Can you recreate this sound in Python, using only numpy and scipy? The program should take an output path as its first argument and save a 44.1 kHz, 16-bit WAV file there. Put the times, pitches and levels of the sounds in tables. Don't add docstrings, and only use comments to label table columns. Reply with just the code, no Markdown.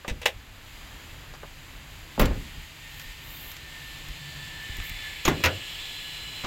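import sys
import numpy as np
from scipy import signal
from scipy.fft import rfft, irfft
from scipy.io import wavfile
from scipy.ndimage import uniform_filter1d

SR = 44100
rng = np.random.default_rng(int(sys.argv[2]) if len(sys.argv) > 2 else 0)


def int16_out(signal):
    q = np.round(np.clip(np.atleast_2d(signal).T, -1, 1) * 32767)
    wavfile.write(sys.argv[1], SR, q.astype(np.int16))


N = 285018
BLOW_TIME = np.arange(int(0.6 * SR)) / SR

# frequency in Hz, relative density in dB.
PANEL_COLOUR = [(15, -29), (25, 0.5), (66, -10.5), (123, -16), (200, -17.5), (300, -18.5), (363, -21.5),
                (575, -20.5), (734, -28), (936, -25), (1190, -23.5), (2840, -29.5), (5430, -41),
                (7110, -42), (8590, -88), (16000, -21)]
LATCH_COLOUR = [(600, -26), (1500, 1.5), (3000, 6.5), (4500, -5), (6000, -1), (7500, 5.5), (9500, -39),
                (12500, -9), (16000, 12.5)]


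def door():
    # start in seconds, relative level in dB, cut-off in Hz.
    panel_hits, latch_hits = [(2.178, -24, 800), (2.1965, -16.5, 12100), (2.217, -21.5, 1100),
                              (2.231, -31, 4500), (2.282, -24.5, 301), (2.309, -34.5, 1800),
                              (2.354, -39.5, 600)], [(2.194, -28, 15000), (2.202, -43, 12000),
                                                 (2.2155, -29, 15000), (2.256, -26.5, 9400)]
    # frequency in Hz, t60 in seconds.
    panel_ring, latch_ring = [(40, 0.69), (200, 0.58), (500, 0.28), (1200, 0.27), (3000, 0.3),
                              (12000, 0.14)], [(1000, 0.038), (14000, 0.033)]
    # frequency in Hz, relative level in dB, t60 in seconds.
    panel_modes, latch_modes = [(23.6, 6, 0.29), (60.5, -10, 0.68), (102, 0.5, 0.15), (155, -5, 0.35),
                                (207, -2.5, 0.3), (239, -4.5, 0.27), (282, -10, 0.4), (433, -12, 0.29),
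                                (515, -2, 0.15), (577, -2, 0.126), (723, -12, 0.14), (1055, -10, 0.18),
                                (867, 6.5, 0.031)], [(3060, -14.5, .09), (4350, -10, .07), (7400, -5.5, .05)]
    panel = struck(panel_hits, PANEL_COLOUR, panel_ring, panel_modes,
                   crowd_db=-4.5, modes_db=-8.5, crack_db=-2, crack_t60=0.018)
    latch = struck(latch_hits, LATCH_COLOUR, latch_ring, latch_modes, crowd_db=-9, modes_db=-6)
    return panel + latch


def bonnet():
    # start in seconds, relative level in dB, cut-off in Hz.
    sheet_hits, hook_hits, catch_hits = [(.080, -36.5, 395), (.110, -22.5, 91), (5.254, -31.5, 1500),
                                         (5.2785, -19, 12000), (5.400, -40, 200), (6.442, -33, 400)], [(5.2505, -34.5, 14930),
                                                              (5.2529, -25.5, 15000)], [(5.4378, -24, 13000),
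                                                                                 (5.441, -24, 9000),
                                                                                 (5.449, -25, 12000),
                                                                                 (5.4585, -23, 11060),
                                                                                 (5.465, -26.5, 3600)]
    # frequency in Hz, relative density in dB.
    sheet_colour = [(21, -43), (35, -1.5), (150, -6), (286, -5.5), (360, 2), (466, -10), (884, -7.5),
                    (1090, -13), (1770, -12), (2010, -11), (2590, -18), (3440, -19), (4440, -36),
                    (7230, -15.5), (9100, -69.5), (16000, -15.5)]
    hook_colour = [(250, -8), (600, -1), (1200, -6), (2000, -4), (3600, -4.5), (5200, -15), (7000, -7),
                   (9000, -47), (12000, -15), (16000, -18)]
    catch_colour = [(35, -38), (60, -14), (90, 2), (130, -6.5), (193, -15), (515, -4), (968, -19),
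                    (1170, -8), (1410, -9), (1780, -8.5), (2710, -8.5), (3940, -18), (7060, -19.5),
                    (8920, -64), (11500, -26), (16000, -16)]
    # frequency in Hz, t60 in seconds.
    sheet_ring, hook_ring, catch_ring = [(50, 0.37), (150, 0.77), (450, 0.33), (1100, 0.171), (3000, 0.16),
                                         (12000, 0.08)], [(500, 0.36), (2500, 0.25), (6000, 0.036),
                                                              (14000, 0.11)], [(90, 0.44), (500, 0.31),
                                                                                 (1100, 0.2), (2500, 0.13),
                                                                                 (6000, 0.08),
                                                                                 (14000, 0.085)]
    # frequency in Hz, relative level in dB, t60 in seconds.
    sheet_modes, hook_modes, catch_modes = [(45.5, 9, 0.025), (151, -13, 0.4), (208.6, -8.5, 0.17),
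                                            (251, -9.5, 0.19), (342, -3, 0.15), (363.7, -12.5, 0.25),
                                            (519, -17.5, 0.3), (1070, -1.5, 0.063), (1420, -13, 0.14),
                                            (2060, -13, 0.12), (3429, -27.5, 0.22)], [(6530, -4, 0.054), (6980, 0.5, 0.055)], [(88, -9, 0.3),
                                                                                      (523.6, -7.5, 0.2),
                                                                                      (978, -8, 0.092),
                                                                                      (1450, -14, 0.11),
                                                                                      (1870, -6.5, 0.075),
                                                                                      (2040, -8, 0.073),
                                                                                      (2460, -8, 0.094),
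                                                                                      (2620, -9, 0.11),
                                                                                      (2790, -9, 0.11),
                                                                                      (3000, -16, .14),
                                                                                      (3220, -18, .14),
                                                                                      (5270, -11, 0.061),
                                                                                      (6955, -19, 0.06)]
    hook = struck(hook_hits, hook_colour, hook_ring, hook_modes,
                  crowd_db=-2, modes_db=-0.5, crack_db=-24, crack_t60=0.037)
    sheet = struck(sheet_hits, sheet_colour, sheet_ring, sheet_modes, crowd_db=-3.5, modes_db=1.5)
    catch = struck(catch_hits, catch_colour, catch_ring, catch_modes, crowd_db=-2.5, modes_db=0.5)
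    return hook + sheet + catch


def lever():
    hits = [(.079, -37, 9900), (.083, -42, 12800), (.089, -40.5, 7100), (.097, -38, 7500),
            (.2165, -43, 12000), (.230, -43, 5000), (.2566, -27, 13600), (.259, -21, 5670)]
    colour = [(150, -43), (250, -29.5), (350, -25), (468, 9), (748, -1), (816, 10.5), (1500, -14),
              (1880, 5.5), (2440, 2.5), (3580, 0.5), (5540, -22), (5930, -6), (7570, -1), (9170, -26),
              (16000, -3.5)]
    ring = [(500, 0.16), (1000, 0.093), (2500, 0.12), (6000, 0.1), (14000, 0.12)]
    modes = [(491, 2.5, 0.1), (1870, -13, 0.064), (2010, 4.5, 0.056), (2630, -2, 0.1), (2800, 2, 0.03),
             (3850, -3, 0.093)]
    return struck(hits, colour, ring, modes, crowd_db=-1, modes_db=-5.5, crack_db=-1, crack_t60=0.029)


def handling():
    # start in seconds, relative level in dB, cut-off in Hz.
    tap_hits, tick_hits, bump_hits = [(.047, -51.5, 2200), (1.338, -59, 9230), (1.347, -63, 9300),
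                                      (1.431, -50, 1400), (5.403, -57, 9000), (6.437, -51, 3000),
                                      (6.445, -45, 5000)], [(2.997, -50.5, 9000), (3.016, -55, 8000),
                                                           (3.516, -53, 12000), (3.566, -51, 8000),
                                                           (4.086, -57, 11750), (4.768, -55, 15000),
                                                           (4.801, -42, 2500), (4.895, -51, 15100)], [(.360, -41.5, 203),
                                                                               (2.570, -34.5, 110),
                                                                               (3.050, -34.5, 90),
                                                                               (4.080, -35, 110),
                                                                               (4.690, -28, 133.2),
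                                                                               (4.785, -29, 126),
                                                                               (4.900, -31.5, 110)]
    # frequency in Hz, t60 in seconds.
    tap_ring, tick_ring, bump_ring = [(500, 0.11), (3000, 0.053)], [(1000, 0.038), (14000, 0.015)], [(40, 0.28), (300, 0.051)]
    tap_colour = [(350, -6.5), (550, 0.5), (850, -3.5), (1200, -2.5), (1700, -5), (3000, -11), (6000, -12),
                  (16000, -53)]
    tap_modes = [(570, 0, 0.099), (797, -1, 0.033), (1186, 0, 0.12)]
    taps = struck(tap_hits, tap_colour, tap_ring, tap_modes, crowd_db=9.5, modes_db=6)
    ticks = struck(tick_hits, LATCH_COLOUR, tick_ring, crowd_db=7)
    bumps = struck(bump_hits, PANEL_COLOUR, bump_ring, crowd_db=-1.5)
    return taps + ticks + bumps


def clothing():
    swishes = [(2.865, 0.21, -54), (3.194, 0.36, -48), (4.81, .1, -40)]
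    colour = [(6000, -23), (9500, -29), (11000, -5), (12200, 5), (13300, 2.5), (15500, -0.5)]
    sliding = sum(from_db(level_db) * held(start_s, start_s + length_s, attack_s=0.14, release_s=0.043)
                  for start_s, length_s, level_db in swishes)
    return sliding * wander(per_s=150, depth_db=1) * coloured(colour)


def hiss():
    # frequency in Hz, relative density in dB.
    far_colour, near_colour = [(350, -14), (600, -76), (823, -14.5), (1370, -21.5), (1800, -16), (1960, -9),
                               (3300, -12), (3580, -14), (4520, -17), (5400, -24), (7210, -18),
                               (8620, -29.5), (12500, -23), (16000, -29)], [(350, -3), (600, -12), (812, -7.5), (1570, -10.5),
                                                 (1730, -6), (1900, -1.5), (2400, 1.5), (3000, 4),
                                                 (3390, 0), (3680, -0.5), (4110, 0), (4340, -8.5),
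                                                 (5000, -6), (5950, -15.5), (7410, -6.5), (9600, -21.5),
                                                 (13900, -14.5), (16000, -21)]
    # time in seconds, centre in Hz, dB against the hiss.
    peak_path = [(4.3, 1950, -38), (4.6, 2000, -11), (4.87, 2127, -2), (5.2, 2223, -5.5), (5.6, 2950, -6.5),
                 (5.85, 3463, -4), (6.1, 3050, -16), (6.46, 3075, -23)]
    # time in seconds, gain in dB.
    gain_path = [(.5, -55.3), (.8, -51), (1.2, -52), (1.42, -53.5), (1.58, -51.7), (2.0, -51.7),
                 (2.45, -49), (2.73, -51), (2.92, -48.3), (3.65, -48), (3.85, -46.3), (4.35, -46.5),
                 (4.65, -44.5), (5.8, -42.6), (6.4, -43)]
    centre_hz, peak_db = in_time(peak_path)
    gain_db, = in_time(gain_path)
    nearness = np.clip(0.22 + 1.1 * ramp(start_s=2.1, end_s=6.94), 0, 1)
    air = np.sqrt(1 - nearness) * coloured(far_colour) + np.sqrt(nearness) * coloured(near_colour)
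    air *= wander(per_s=13, depth_db=0.5)
    peak = from_db(peak_db) * wavering_tone(centre_hz, width_hz=530)
    return from_db(gain_db) * (air + peak + whistles())


def whistles():
    pitch_path = [(1.2, 1885), (2.45, 1843), (3.05, 1818), (3.7, 1795), (4.3, 1770), (4.95, 1752),
                  (5.4, 1712), (5.8, 1722), (6.1, 1710), (6.46, 1716)]
    partials = [(1, 12.9), (1.715, 85), (1.99, 17), (2.367, 8.8), (2.59, 11.5)]
    # time in seconds, then dB against the hiss for each whistle, lowest first.
    level_path = [(2.2, -28, -30, -26, -26, -20), (2.48, -7, -18, -20, -22, -23),
                  (2.68, -16, -20, -20, -24, -16), (2.85, -6.5, -20, -20, -22, -17),
                  (3.05, -7, -20, -20, -22, -19), (3.35, -17, -20, -20, -22, -19),
                  (3.8, -4.5, -20, -19.5, -17, -21), (4.08, -9, -18, -15, -16, -24),
                  (4.35, -7.5, -17, -11, -14, -15), (4.62, 0, -12, -13, -17, -22),
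                  (4.8, -9, -14, -12, -17, -22), (5.05, -6, -13, -6, -12, -16),
                  (5.6, -15, -10, -11.5, -18, -20), (6.0, -11, -10, -6, -9, -18),
                  (6.25, -16, -8, -14, -5, -26)]
    top_spells = [(3.72, 4.0, -20), (4.8, 5.42, -23), (5.8, 6.249, -25)]
    lowest_hz, = in_time(pitch_path)
    chord = 0
    for (ratio, width_hz), level_db in zip(partials, in_time(level_path)):
        gain = from_db(level_db) * wander(per_s=14, depth_db=2.4)
        line = whine(ratio * lowest_hz, width_hz)
        rough_skirt = from_db(-6.5) * whine(ratio * lowest_hz, width_hz=111.14)
        chord += gain * (line + rough_skirt)
    top_gain = sum(from_db(level_db) * held(start_s, end_s, attack_s=0.11, release_s=0.11)
                   for start_s, end_s, level_db in top_spells)
    return chord + top_gain * wavering_tone(hz=11300, width_hz=140)


def hum():
    swell = np.exp(-((np.arange(N) / SR - 4.3) / 0.28) ** 2)
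    outside = ramp(start_s=0.44, end_s=1)
    return from_db(-58.5 + 11 * swell) * outside * wavering_tone(hz=147, width_hz=24)


def rumble():
    colour = [(12, -26), (20, -0.5), (38, -1), (108, -6.5), (144, -20), (210, -17.5), (270, -16),
              (400, -22.5), (1400, -22), (1820, -19), (3080, -120)]
    brisk_moves = [(.75, 2.08), (2.85, 4.73)]
    moving = sum(held(start_s, end_s, attack_s=0.14, release_s=0.14) for start_s, end_s in brisk_moves)
    return from_db(-51.5 + 2 * moving) * wander(per_s=8.3, depth_db=-1.5) * coloured(colour)


def struck(hits, colour, ring, modes=(), crowd_db=0, modes_db=0, crack_db=-6, crack_t60=0.045):
    track = np.zeros(N + len(BLOW_TIME))
    blows = from_db(crowd_db) * crowded_modes(len(hits), colour, ring, crack_db, crack_t60)
    for hz, mode_db, t60 in modes:
        strengths = from_db(modes_db + mode_db + rng.normal(size=len(hits)))
        signs = rng.choice([-1, 1], len(hits))
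        blows += np.outer(strengths * signs, np.sin(2 * np.pi * hz * BLOW_TIME) * dying(t60))
    for (start_s, level_db, cut_hz), blow in zip(hits, blows):
        contact = signal.butter(2, cut_hz, fs=SR, output="sos")
        start = int(start_s * SR)
        track[start:start + len(blow)] += from_db(level_db) * signal.sosfilt(contact, blow)
    return track[:N]


def crowded_modes(count, colour, ring, crack_db, crack_t60):
    edges_hz = np.geomspace(25, 17000, 23)
    size, spacing, attack_size = len(BLOW_TIME), SR // 8, int(0.02 * SR)
    crack = from_db(crack_db) * dying(crack_t60)
    blows = 0
    for low, high in zip(edges_hz, edges_hz[1:]):
        hz = np.sqrt(low * high)
        band = signal.butter(2, [low, high], "band", fs=SR, output="sos")
        noise = signal.sosfilt(band, rng.standard_normal(size + count * spacing))
        modes = np.array([noise[k * spacing:][:size] for k in range(1, count + 1)])
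        rise = 1 - np.exp(-2 * np.pi * hz * BLOW_TIME)
        burst = modes * rise * (dying(at_hz(ring, hz)) + crack)
        bass_loss = min(1, hz / colour[0][0]) ** 2
        gain = np.sqrt(high - low) * from_db(at_hz(colour, hz)) * bass_loss
        blows += gain * burst / burst.std(axis=1, keepdims=True)
    return blows / blows[:, :attack_size].std()


def coloured(spectrum):
    hz = np.maximum(np.fft.rfftfreq(N, 1 / SR), 1)
    low_hz, high_hz = spectrum[0][0], 2 * spectrum[-1][0]
    skirts = 1 / (1 + (low_hz / hz) ** 4) / (1 + (hz / high_hz) ** 4)
    white = rfft(rng.standard_normal(N))
    return rms_one(irfft(white * from_db(at_hz(spectrum, hz)) * skirts, N))


def wavering_tone(hz, width_hz):
    lowpass = signal.butter(2, width_hz / 2, fs=SR, output="sos")
    slow = signal.sosfilt(lowpass, rng.standard_normal((2, N)))
    phase = 2 * np.pi * np.cumsum(hz * np.ones(N)) / SR
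    return rms_one(slow[0] * np.cos(phase) + slow[1] * np.sin(phase))


def whine(hz, width_hz):
    jitter = rng.standard_normal(N) * np.sqrt(2 * np.pi * width_hz / SR)
    phase = np.cumsum(2 * np.pi * hz / SR + uniform_filter1d(jitter, size=200))
    return np.sqrt(2) * np.sin(phase)


def wander(per_s, depth_db):
    turns = np.arange(N) / SR * per_s
    steps = rng.standard_normal(2048)
    return from_db(depth_db * np.interp(turns, np.arange(len(steps)), steps))


def dying(t60):
    return np.exp(-np.log(1000) * BLOW_TIME / t60) + 1e-18


def ramp(start_s, end_s):
    return np.clip((np.arange(N) / SR - start_s) / (end_s - start_s), 0, 1)


def held(start_s, end_s, attack_s, release_s):
    return ramp(start_s, start_s + attack_s) * (1 - ramp(end_s - release_s, end_s))


def in_time(rows):
    seconds, *columns = np.transpose(rows)
    return [np.interp(np.arange(N) / SR, seconds, column) for column in columns]


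def at_hz(points, hz):
    freqs, values = np.transpose(points)
    return np.interp(np.log(hz), np.log(freqs), values)


def from_db(db):
    return 10 ** (np.asarray(db) / 20)


def rms_one(x):
    return x / np.sqrt(np.mean(x ** 2) + 1e-20)


def scene():
    return (lever() + door() + bonnet() + handling() + hiss() + hum() + rumble() + clothing())[None]


def record(dry):
    top_cut = signal.ellip(10, 0.1, 70, 16100, fs=SR, output="sos")
    return signal.sosfilt(top_cut, 0.82 * np.tanh(dry / 0.61))


dry = scene()
out = record(dry)
int16_out(out)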